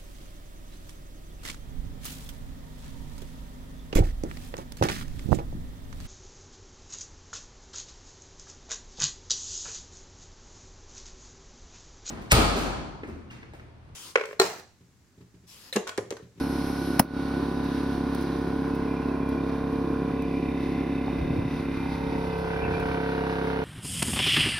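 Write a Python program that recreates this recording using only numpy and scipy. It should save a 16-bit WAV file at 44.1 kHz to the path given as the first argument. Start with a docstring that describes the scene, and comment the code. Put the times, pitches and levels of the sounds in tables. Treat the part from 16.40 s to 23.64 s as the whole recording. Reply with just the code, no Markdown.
"""A piston air compressor thuds steadily: crank-timed pulses boom in pipe and tank, with puffs and metal rattle.
Air hisses and whistles through a tire valve (shaped noise) until the chuck comes off with a pop:
a short spit of noise, a kick of damped tones and a ringing rim, which make the gain control duck.
Grit ticks under shoes and hose, with bumps and rumble as the microphones are carried over the tire.
There the compressor sounds harder, and its loose parts whine, squeal and clack."""
import sys
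import numpy as np
from scipy import signal
from scipy.fft import rfft, irfft
from scipy.io import wavfile
from scipy.ndimage import uniform_filter1d, minimum_filter1d, map_coordinates

SR = 44100
rng = np.random.default_rng(int(sys.argv[2]) if len(sys.argv) > 2 else 0)


def pcm_store(signal):
    """Save signal as 16-bit PCM."""
    levels = np.round(np.clip(np.atleast_2d(signal), -1, 1) * 32767)
    wavfile.write(sys.argv[1], SR, levels.astype(np.int16).T)


N = 319284
T = np.arange(N) / SR  # time in seconds
HZ = np.fft.rfftfreq(N, 1 / SR)

# In all tables, spread_s is the standard deviation of a bell-shaped swell, and
# width_hz is how far from its pitch a resonance has dropped by 6 dB.

# grit under shoes and hose: start_s, level_db, decay_s
GRIT_TICKS = [(1.243, -49.5, 0.0046), (1.748, -38.5, 0.0062), (1.81, -44, 0.0045), (1.824, -45, .007),
              (2.349, -50.5, .012), (2.89, -47, .005), (3.822, -47, 0.0034), (5.98, -54, .02),
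              (6.398, -47.5, .008)]
# tone colour of the grit: pitch_hz, level_db (per Hz)
GRIT_COLOUR = [(1500, -15), (4000, -4), (7000, -12), (11000, -7), (14000, -7), (16000, -14)]
# soft bumps as the microphones are carried: middle_s, level_db, pitch_hz, spread_s
BUMPS = [(4.823, -25, 70, 0.019), (4.829, -27, 159, 0.01), (4.909, -24.5, 138, 0.0077),
         (4.988, -20, 125, 0.0047), (5.06, -22, 121, 0.006), (5.145, -26, 161, 0.011),
         (6.265, -26, 145, 0.0072), (6.35, -26, 79, 0.0079), (6.42, -33, 65.4, 0.021),
         (6.503, -28, 108.8, 0.0028)]
# tone colour of the handling rumble: pitch_hz, level_db (per Hz)
RUMBLE_COLOUR = [(20, -28), (32, -12), (45, -1), (75, 0), (150, -3.5), (220, -5.5), (400, -9), (800, -16),
                 (2000, -59)]
# spells of rumble from air and hands: start_s, end_s, fade_in_s, fade_out_s, level_db
RUMBLE_SPELLS = [(3.98, 4.2, 0.1, 0.14, -49), (4.68, 6.55, 0.15, 0.099, -42.5),
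                 (4.78, 5.03, 0.06, 0.13, -37), (6.23, 6.42, 0.05, 0.12, -38)]
RUMBLE_REST_DB = -55  # a faint rumble throughout
# small knocks and clinks: middle_s, level_db, pitch_hz, width_hz, spread_s
CLINKS = [(2.344, -52, 2570, 50, .014), (2.64, -53, 2680, 50, .01), (2.69, -52, 2560, 50, .01),
          (4.585, -45, 2600, 80, .007), (4.664, -50, 4470, 500, .002), (4.69, -40, 785, 220, 0.005),
          (6.245, -44, 2610, 80, .02)]
KNOCK = (4.6815, -23.5, 800, 0.022)  # a dull knock nearby: start_s, level_db, pitch_hz, t60_s

# air through the tire valve: pitch_hz, level_db (per Hz)
VALVE_AIR = [(1500, -17), (3000, -2), (4300, -12), (5400, 5), (6500, -9), (8500, -9), (10800, -4.5),
             (12500, -9), (16000, -18)]
# whistles of the valve: pitch_hz, width_hz, level_db
WHISTLES = [(4170, 42, 0), (5030, 130, -2), (9700, 45, -6), (10643, 35, -10), (11300, 10, 0),
            (14360, 49, -5)]
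RELEASE_S = 0.594  # when the chuck comes off
# spit of air as the chuck comes off: pitch_hz, level_db (per Hz)
SPIT_COLOUR = [(500, -21), (1400, 1), (1850, 1.5), (2250, 0.5), (2800, -1), (4000, -9.5), (5500, 2),
               (7200, -11), (8800, -6.5), (10100, 3.5), (11500, -1.5), (13300, 1), (16000, 0.5)]
# the kick of the air in tire and rim: pitch_hz, level_db, delay_s, rise_s, t60_s
TIRE_KICK = [(130, -12, 0.0034, 0.0088, 0.057), (226, 9.5, 0.00464, 0.0044, 0.019),
             (427, -20, .007, 0.0037, .04), (737, -4, 0.00286, 0.0015, 0.021),
             (894, -3, 0.00304, 0.00095, 0.015), (1450, -17, 0.00417, .0005, 0.015),
             (616, -23, 0.0041, 0.011, 0.12)]
# the rim rings on after the pop: pitch_hz, width_hz, level_db
RIM_RING = [(584, 71, -6), (920, 330, -7)]
RIM_DB, RIM_T60_S = -20, 0.093

# lines of the piston stroke, beside the tire and above it: multiple of the crank speed, level_db
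STROKE_BESIDE = [(1, -44), (2, -2), (3, -11.5), (4, -6), (5, -0.5), (6, -11.5), (7, 2), (8, 5.5), (9, -7),
                 (10, -5), (11, -7.5), (12, -18), (13, -4.5), (14, -14.5), (15, -24), (16, -12.5),
                 (17, -14), (18, -24), (19, -22.5), (20, -28.5), (21, -12.5), (22, -37), (23, -13.5),
                 (24, -37.5), (25, -24.5), (26, -14), (27, -23), (28, -26), (29, -11), (30, -18), (31, -15),
                 (32, -22.5), (33, -33), (34, -20), (35, -32), (38, -38.5), (41, -23.5), (42, -24.5),
                 (43, -18), (44, -31), (45, -28.5)]
STROKE_ABOVE = [(1, -30), (2, -1), (3, -8), (4, -5), (5, 2.5), (6, -10), (7, -16), (8, -1.5), (9, -8),
                (10, -6.5), (11, -10), (12, -10.5), (13, 7), (14, -5), (15, -3.5), (16, -5), (17, -8.5),
                (18, -31), (19, -22), (20, -17), (21, -4), (22, -18), (23, -8), (24, -8.5), (25, -20),
                (26, -10), (27, -10), (28, -5), (29, -14), (30, -16.5), (31, -15), (32, -12), (36, -22),
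                (40, -21), (41, -14.5), (42, -13.5), (44, -35), (45, -6.5), (46, -39), (47, -30)]
# uneven, breathy part of the strokes: pitch_hz, level_db (per Hz)
PUFF_BESIDE = [(30, -11), (60, -17), (120, -6.5), (210, -4.5), (265, 3.5), (330, 5), (400, -2),
               (470, -24.5), (620, -17.5), (1200, -57.5)]
PUFF_ABOVE = [(30, 5), (80, -6), (150, -14), (230, 2), (320, 14), (380, 23), (470, 10.5), (620, -5),
              (1200, -55)]
# valve and housing clatter: pitch_hz, level_db (per Hz)
CLATTER_BESIDE = [(300, -1.5), (500, -4), (630, -0.5), (720, 5.5), (1030, 1), (1270, -1.5), (1470, -0.5),
                  (1750, -8), (2500, -11.5), (3200, -22.5), (7000, -34.5)]
CLATTER_ABOVE = [(300, -23), (500, -17), (620, -5), (730, 3.5), (980, -10.5), (1220, -5.5), (1400, 0),
                 (1580, -2), (1750, -5), (2500, -8.5), (3200, -15.5), (7000, -51)]
# airy upper part of the rattle: pitch_hz, level_db (per Hz)
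AIRY_COLOUR = [(1200, -3), (2500, -1), (3150, -0.5), (3800, 2.5), (4700, 0), (5700, -4.5), (7000, -15),
               (10500, -9.5), (12800, -14), (16000, -30)]
# ringing of the metal housing: pitch_hz, width_hz, level_db
HOUSING = [(2074, 117, 0.5), (2316, 100, -6), (2470, 220, -2.5)]
# spells of housing ring: start_s, end_s, fade_in_s, fade_out_s, level_db
HOUSING_SPELLS = [(2.33, 7.1, 0.12, 0.9, -59.5), (3.8, 6, 0.42, 0.45, -55)]
# loose metal parts whine: start_s, end_s, fade_in_s, fade_out_s, level_db, pitch_hz, width_hz
WHINES = [(-0.5, 1.8, .1, .47, -62, 3790, 30), (-0.5, 1.8, .1, .47, -63, 4325, 35),
          (2.8, 3.05, .1, .1, -65, 3330, 30), (3.0, 6.0, .1, .8, -64.5, 3670, 60),
          (3.3, 7.5, .8, .1, -67, 3530, 30), (5.7, 7.5, .4, .1, -62.5, 3570, 35),
          (6.4, 7.5, .2, .1, -62, 3715, 35), (3.7, 6.7, .4, .2, -65, 2880, 45),
          (6.75, 7.5, .1, .1, -58, 2865, 30), (2.32, 2.85, .04, .3, -62, 2560, 45),
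          (6.3, 7.5, .3, .1, -61, 4200, 300)]
# spells of squealing, and of its fainter upper note: start_s, end_s, fade_in_s, fade_out_s, level_db
SQUEAL_SPELLS = [(2.47, 6.6, 0.05, 0.6, -57.5), (2.48, 2.6, 0.03, 0.05, -59.5),
                 (2.8, 3.02, 0.06, 0.06, -60), (3.77, 4.12, 0.1, 0.1, -62), (5.28, 5.45, 0.06, 0.08, -58),
                 (6.16, 6.28, 0.06, 0.02, -51), (6.215, 6.275, 0.02, 0.02, -49),
                 (6.32, 6.42, 0.02, 0.05, -47.5)]
UPPER_SPELLS = [(3.75, 6.05, 0.15, 0.1, -60), (6.3, 6.43, 0.05, 0.06, -55)]
# scraping noise in the squeal: pitch_hz, width_hz, level_db
SQUEAL_RING = [(2385, 42, -1), (2576, 63, -7.5)]
SQUEAL_ORDER, UPPER_ORDER = 70, 76  # multiples of the crank speed
# valves and loose parts clack once a revolution: start_s, end_s, fade_in_s, fade_out_s, level_db,
# place in the turn (0-1), pitch_hz, width_hz
CLACKS = [(5.32, 7.6, .4, .1, -49, .24, 952, 68), (5.9, 6.56, 0.41, .3, -45.5, .24, 1020, 53),
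          (5.99, 7.6, 0.42, .1, -48, .26, 1520, 66), (5.9, 7.6, 0.75, .1, -47.5, .7, 724, 64),
          (3.99, 5.88, 0.34, .5, -59.5, .36, 3680, 44), (3.9, 5.3, .15, 0.45, -57, 0.18, 2600, 60),
          (4, 6, .3, .3, -60, 0.2, 2070, 66)]
WHINE_FLICKER_DB, CLACK_UNEVEN_DB = 1.4, 1.2

# the crank slows steadily as the tank's pressure builds
CRANK_HZ, SAG_HZ_PER_S, START_TURN = 34.46, 0.056, 0.018
# moves of the microphones: middle_s, duration_s
LIFT = (4.9, 1.0)  # raised from beside the tire
CROSS = (5.81, 1)  # passing over the tire
SETTLE = (6.06, 0.26)  # coming into full view of the clatter
THUD_DB, LIFT_DB, SETTLE_DB = -28.5, -2, -0.1  # the thud at first, and what the moves add
CLATTER_DB, CLATTER_SETTLE_DB = -42.5, 7
AIRY_DB, AIRY_SETTLE_DB = -49.5, -2
SLAP_DB = -3  # clatter above the tire against clatter beside it
# a worker near the microphones shades the upper range: start_s, end_s, fade_in_s, fade_out_s
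SHADE = (2.13, 5.68, 1.8, 1.6)
SHADE_CLATTER_DB, SHADE_AIRY_DB = -2, -6
REBOUND_DB, REBOUND_TURN = -16, 0.2  # a weaker pulse, this share of a turn after each stroke
TANK_RING = 1.15  # weight of the tank's ringing against the pipe's direct boom
# how often the echoes change: at rest, and the extra once the microphones are lifted
WANDER_PER_S, WANDER_CARRIED_PER_S = 1.597, 3.43

# a reflection dips one band, which slides down: time_s, centre_hz, depth_db (negative lifts the band)
HOLLOW = [(3.62, 1410, -1), (3.9, 1370, 5.5), (4.95, 1280, 2), (5.18, 1090, -0.5), (5.3, 815, 6),
          (5.4, 573, 13), (5.52, 407, 5.5), (5.75, 325, 1.5), (6.03, 274, 11), (6.25, 260, 2),
          (6.5, 237, -2.5)]
HOLLOW_OCTAVES = 0.23  # standard deviation
# during the crossing it also lifts a band above the dip: start_s, end_s, fade_in_s, fade_out_s
CREST_SPELL = (5.33, 5.6, 0.16, 0.3)
CREST_RATIO, CREST_DB, CREST_OCTAVES = 2.4, 2.5, 0.099
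# narrow bands of the compressor's sound swell and sink: start_s, end_s, centre_hz, change_db;
# a row that ends before it starts does nothing
BAND_WAVERS = [(2.0, 2.73, 444, 5.5), (3.0, 3.97, 465, 7.5), (0, 0.9, 416, -4.5), (2.5, 3.3, 658, 9.5),
               (2.5, 3.6, 1080, 5), (3.5, 5.1, 885, -5), (0.5, 2.34, 1478, 4), (-1, 0.88, 1455, 6),
               (1.5, 2.3, 2400, 4), (9, 6.6, 2100, 14)]
WAVER_WIDTH_HZ, WAVER_FADE_S = 27, 0.68

# how alike the two microphones hear: pitch_hz, likeness (held within -1 to 1)
LIKENESS = [(60, 2.3), (150, 0.7), (290, 1.13), (640, -0.35), (1400, 0.84), (3100, 0.6), (7000, 0.65),
            (15000, 10.8)]
# phase between left and right, as the phone widens the stereo: pitch_hz, left's lead in radians
STEREO_PHASE = [(20, 0), (100, -.05), (300, -.25), (650, -.45), (1400, 0), (3300, .8), (5300, 0),
                (6200, .8), (6900, 3), (8000, 3.3), (8600, 6), (12000, 6.5), (12800, 9.3), (14300, 9.6),
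                (15200, 12.4)]
# balance of the two sides: pitch_hz, left minus right in dB
BALANCE = [(100, 0), (250, -0.6), (700, -2.4), (1200, -2.6), (2400, -1.3), (4000, 0.1)]
EDGE_HZ = 15900  # upper limit of the sound


def amp(db):
    """Turns decibels into gain."""
    return 10 ** (np.asarray(db) / 20)


def unit(x):
    """Scales a sound to rms 1."""
    return x / np.sqrt(np.mean(x ** 2) + 1e-20)


def read(points, hz=HZ):
    """Reads a table in between its points, over log frequency."""
    f, value = np.transpose(points)
    return np.interp(np.log(hz + 1), np.log(f + 1), value)


def causal(db):
    """Gives the response with these levels that rings after a blow, never before it."""
    log_gain = np.log(amp(np.concatenate([db, db[-2:0:-1]])))
    return np.exp(np.conj(signal.hilbert(log_gain)))[:len(db)]


def colour(x, spectrum):
    """Filters by a spectrum, keeping the power of white noise."""
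    response = causal(read(spectrum))
    response = response / np.sqrt(np.mean(abs(response) ** 2))
    return irfft(rfft(x) * response, N)


def ring(x, modes):
    """Passes a sound through steep resonances; rms 1."""
    response = sum(amp(db) / np.sqrt(width) / (1 + 1j * (HZ - hz) / width) ** 2
                   for hz, width, db in modes)
    return unit(irfft(rfft(x) * response, N))


def pair(two):
    """Makes two unrelated sounds as alike as the two microphones hear them."""
    a, b = rfft(two)
    same = np.clip(read(LIKENESS), -1, 1)
    return irfft(np.array([a, same * a + np.sqrt(1 - same ** 2) * b]), N)


def noise():
    """Makes white noise at the two microphones."""
    return pair(rng.standard_normal((2, N)))


def drift(count):
    """Wanders slowly by chance through count points; rms 1."""
    return unit(np.interp(T, np.linspace(0, T[-1], count), rng.standard_normal(count)))


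def move(middle_s, duration_s):
    """Changes smoothly from 0 to 1."""
    return .5 + .5 * np.sin(np.pi * np.clip((T - middle_s) / duration_s, -.5, .5))


def spell(start_s, end_s, rise_s, fall_s):
    """Fades in, holds at 1 and fades out."""
    return move(start_s, rise_s) * (1 - move(end_s, fall_s))


def spells(rows):
    """Gives the gain of a sound that comes and goes."""
    return sum(amp(db) * spell(start, end, rise, fall) for start, end, rise, fall, db in rows)


def swell(middle_s, spread_s):
    """Rises and falls once, in a bell shape."""
    return np.exp(-.5 * ((T - middle_s) / spread_s) ** 2)


def knock(start_s, db, hz, t60):
    """Sounds one short, damped ring, falling 60 dB in t60 seconds."""
    t = np.maximum(T - start_s, 0)
    return amp(db - 60 * t / t60) * np.sin(2 * np.pi * hz * t)


def handling():
    """Grit ticks in sudden bursts of noise, low noise rumbles, soft tones bump and small things clink."""
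    ticks = sum(amp(db) * (T >= s) * np.exp(-abs(T - s) / decay) for s, db, decay in GRIT_TICKS)
    grit = colour(noise() * ticks, GRIT_COLOUR)
    bumps = sum(amp(db) * swell(s, spread) * np.cos(2 * np.pi * hz * (T - s))
                for s, db, hz, spread in BUMPS)
    rumble_gain = (amp(RUMBLE_REST_DB) + spells(RUMBLE_SPELLS)) * amp(1.0 * drift(count=130))
    # some of the rumble arises separately at each microphone
    rumble = rumble_gain * colour(noise() + 0.25 * rng.standard_normal((2, N)), RUMBLE_COLOUR)
    grain = rng.standard_normal(N)
    clinks = sum(amp(db) * swell(s, spread) * ring(grain, [(hz, width, 0)])
                 for s, db, hz, width, spread in CLINKS)
    return grit + bumps + rumble + clinks


def filling():
    """Air hisses and whistles through the valve until the chuck lifts."""
    flow = np.clip((RELEASE_S - T) / 0.0028, 0, 1)
    hiss = amp(-51.5) * colour(noise(), VALVE_AIR)
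    whistle = amp(-54.5) * ring(noise(), WHISTLES)
    return flow * (hiss + whistle)


def release():
    """The chuck spits a few milliseconds of air, whose push then kicks the tire and rings the rim."""
    age = np.maximum(T - RELEASE_S, 0)
    air = unit(noise() + 0.38 * rng.standard_normal((2, N)))  # the rim scatters it differently to each side
    u = age / 0.0022
    burst = u * np.exp(1 - u)
    tail = amp(-18.5) * (age > 0) * np.exp(-age / 0.02)
    spit = colour(air * (burst + tail), SPIT_COLOUR)
    kick = sum(knock(RELEASE_S + delay, db, hz, t60) * (1 - np.exp(-np.maximum(age - delay, 0) / rise))
               for hz, db, delay, rise, t60 in TIRE_KICK)
    t = np.maximum(age - .0042, 0)  # the rim starts a little later
    rim = amp(RIM_DB - 60 * t / RIM_T60_S) * (1 - np.exp(-t / 0.0023)) * ring(noise(), RIM_RING)
    return amp(-10.5) * spit + amp([[1], [-1]]) * kick + rim  # the kick is 2 dB stronger on the left


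def echoes(size, count=32):
    """Draws chance strengths and phases of each line, one row for each arrangement of the echoes."""
    return rng.standard_normal((count, size, 2)) @ np.array([1, 1j]) / np.sqrt(2)


def each_turn(lines, turns, size=4096):
    """Plays a revolution over and over, gliding through its versions (rows) as the echoes change."""
    version = np.cumsum(WANDER_PER_S + WANDER_CARRIED_PER_S * move(*LIFT)) / SR
    waves = irfft(lines, size)
    return unit(map_coordinates(waves, [version, turns % 1 * size], order=1, mode="nearest"))


def gate(turns, at, length, rest):
    """Opens once a revolution and dies away to a resting level; at and length are shares of a turn."""
    return unit(rest + np.exp(-((turns - at) % 1) / length))


def rattle(turns, alike, size=220, count=46):
    """Metal knocks partly repeat each revolution, from line number count upward, and partly differ."""
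    repeating = [each_turn(echoes(size) * (np.arange(size) >= count), turns) for side in range(2)]
    return pair(alike * np.array(repeating) + rng.standard_normal((2, N)))


def clacks(turns):
    """One short blow a revolution rings each part, with uneven strength."""
    total = 0
    for start, end, rise, fall, db, at, hz, width in CLACKS:
        blows = gate(turns, at, 0.0036, 0) * amp(CLACK_UNEVEN_DB * drift(count=260))
        total = total + spell(start, end, rise, fall) * amp(db) * ring(blows, [(hz, width, 0)])
    return total


def squeal(turns, order):
    """A fluttering note on a multiple of the crank speed, which catches and lets go."""
    flutter_db = 2.4 * drift(count=260) + 0.8 * drift(count=55)
    slip = .15 * drift(count=200)  # in cycles of the note
    return unit(np.sin(2 * np.pi * (order * turns + slip)) * amp(flutter_db))


def metal(turns):
    """Knocks make the housing ring and loose parts whine, while a rubbing part squeals."""
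    blows = rattle(turns, 0.67) * gate(turns, 0.27, 0.32, 1.0)
    housing = spells(HOUSING_SPELLS) * ring(blows, HOUSING)
    whines = 0
    for start, end, rise, fall, db, hz, width in WHINES:
        flicker = amp(db + WHINE_FLICKER_DB * drift(count=70))
        whines = whines + flicker * spell(start, end, rise, fall) * ring(blows, [(hz, width, 0)])
    scrape = ring(noise() * gate(turns, 0.55, 0.22, 0.84), SQUEAL_RING)
    note = squeal(turns, SQUEAL_ORDER) * gate(turns, 0.3, 0.4, 0.8)
    rubbing = spells(SQUEAL_SPELLS) * unit(note + 0.7 * scrape)
    upper_note = spells(UPPER_SPELLS) * squeal(turns, UPPER_ORDER)
    return housing + whines + rubbing + upper_note


def hollowed(x):
    """A reflection gives the sound a sliding dip and a crest; narrow bands swell and sink."""
    hz, s, z = signal.stft(x, SR, nperseg=2048, noverlap=1536)
    at, centre_hz, depth_db = np.transpose(HOLLOW)
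    octaves = np.log2(hz[:, None] + 1) - np.interp(s, at, np.log2(centre_hz))  # distance from the dip
    db = -np.interp(s, at, depth_db) * np.exp(-.5 * (octaves / HOLLOW_OCTAVES) ** 2)
    crest = np.exp(-.5 * ((octaves - np.log2(CREST_RATIO)) / CREST_OCTAVES) ** 2)
    db += CREST_DB * np.interp(s, T, spell(*CREST_SPELL)) * crest
    for start, end, band_hz, change_db in BAND_WAVERS:
        presence = np.interp(s, T, spell(start, end, WAVER_FADE_S, WAVER_FADE_S))
        db += change_db * presence * np.exp(-.5 * ((hz[:, None] - band_hz) / WAVER_WIDTH_HZ) ** 2)
    return signal.istft(z * amp(db), SR, nperseg=2048, noverlap=1536)[1][:, :N]


def thud(orders, turns, second, spread, lead, pipe_hz=200, pipe_width_hz=300, second_at=.41, size=64):
    """Each stroke's pressure pulse, and a thinner one from the other valve, ring in pipe and tank."""
    k, db = np.transpose(orders)
    order = np.arange(1, size)
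    # beyond the table, each line is 2 dB weaker than the one before
    level = amp(np.interp(order, k, db) - 2 * np.maximum(order - k[-1], 0))
    hz = order * CRANK_HZ
    pipe = -1 / (1 + 1j * (hz - pipe_hz ** 2 / hz) / pipe_width_hz) ** 3
    other_valve = second * np.clip((hz - 170) / 200, 0, 1) * np.exp(-2j * np.pi * order * second_at)
    direct = np.exp(1j * np.angle(pipe * (1 + other_valve)))
    # the tank rings on after the stroke, never before
    ringing = -causal(20 * np.log10(np.pad(level, (1, 0)) + .03))[1:]
    phase = np.angle(direct + TANK_RING * ringing / abs(ringing))
    # high lines arrive by many paths
    scatter = rng.standard_normal(len(order)) * np.clip((hz - 330) / 220, 0, spread)
    # the slap leads the boom by this share of a turn
    early = 2 * np.pi * lead * np.maximum(hz - 500, 0) / CRANK_HZ
    lines = level * np.exp(1j * (phase + scatter + early))
    wander = np.clip((hz - 200) / 2600, 0, .38) * echoes(len(order))
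    return each_turn(np.pad(lines * (1 + wander), ((0, 0), (1, 0))), turns)


def compressor():
    """The crank times thuds, puffs, clatter and ringing metal, heard beside and then above the tire."""
    turns = START_TURN + np.cumsum(CRANK_HZ - SAG_HZ_PER_S * T) / SR
    stroke = turns - .384
    above = np.clip(0.91 * move(*CROSS), 0, 1)
    settled, shade = move(*SETTLE), spell(*SHADE)
    thud_db = THUD_DB + LIFT_DB * move(*LIFT) + SETTLE_DB * settled
    clatter_db = CLATTER_DB + SHADE_CLATTER_DB * shade + CLATTER_SETTLE_DB * settled
    airy_db = AIRY_DB + SHADE_AIRY_DB * shade + AIRY_SETTLE_DB * settled
    strength = amp(thud_db + .5 * drift(count=330))
    puffs = noise() * gate(stroke, 0.0076, 0.9, 1.0)
    knocks = rattle(turns, 0.51) * amp(1.0 * drift(count=200))  # the rattle varies in strength

    # beside the tire the pipe's boom leads
    boom = thud(STROKE_BESIDE, stroke, second=0, spread=2.17, lead=0)
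    beside = strength * (boom + amp(-7.5) * colour(puffs, PUFF_BESIDE))
    # a rebound of chance strength follows each stroke
    rebound = thud(STROKE_BESIDE, stroke - REBOUND_TURN, second=0, spread=1.64, lead=0)
    beside += strength * amp(REBOUND_DB) * drift(count=420) * rebound
    clatter = colour(knocks * gate(turns, 0.19, 0.67, 5.1), CLATTER_BESIDE)
    beside += amp(clatter_db) * unit(clatter)

    # above it both valves are heard to slap
    both_slaps = gate(turns, 0.32, 0.18, 0.25) + 0.55 * gate(turns, 0.72, 0.085, 0.3)
    slaps = unit(uniform_filter1d(both_slaps, size=80))
    uneven_stroke = stroke + 0.0022 * drift(count=260)
    strokes = thud(STROKE_ABOVE, uneven_stroke, second=1.0, spread=1.0, lead=0.039)
    overhead = strength * (amp(0.5) * strokes + amp(-9.0) * colour(noise() * slaps, PUFF_ABOVE))
    hard_clatter = colour(rattle(turns, 0.56, count=16) * slaps, CLATTER_ABOVE)
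    overhead += amp(clatter_db + SLAP_DB) * unit(hard_clatter)
    overhead[0] = np.roll(overhead[0], 8)  # left hears it 8 samples later

    airy = unit(colour(rattle(turns, 0.33) * gate(turns, 0.41, 0.15, 3.3), AIRY_COLOUR))
    airy = amp(airy_db + 1.28 * drift(count=90)) * airy
    body = hollowed(np.sqrt(1 - above) * beside + np.sqrt(above) * overhead)
    return body + metal(turns) + clacks(turns) + airy


def scene():
    """Adds up everything at the two microphones."""
    return handling() + knock(*KNOCK) + filling() + release() + compressor()


def record(dry):
    """Applies balance and stereo phase, a gain control that holds then recovers, a ceiling and a band limit."""
    half = amp(read(BALANCE) / 2) * np.exp(.5j * read(STEREO_PHASE))  # half the difference to each side
    heard = irfft(rfft(dry) * np.array([half, 1 / half]), N)
    power_db = 10 * np.log10(abs(uniform_filter1d((heard ** 2).mean(0), size=200)) + 1e-12)
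    over_db = np.maximum(power_db + 18.0, 0)  # how far above -18 dB
    held_db = -minimum_filter1d(-over_db, size=3501, origin=1750)  # holds each peak for 3501 samples
    fall = T * 200  # then lets go at 200 dB per second
    duck_db = np.maximum.accumulate(held_db + fall) - fall
    lag = np.exp(-1 / (0.036 * SR))  # the gain follows with a 36 ms lag
    ducked = heard * amp(-1.08 * signal.lfilter([1 - lag], [1, -lag], duck_db))
    ducked = np.clip(ducked, -.8, .8)
    band_limit = signal.firwin(511, EDGE_HZ, window=("kaiser", 9), fs=SR)
    return signal.oaconvolve(ducked, band_limit[None], "same")


dry = scene()
out = record(dry)
pcm_store(out)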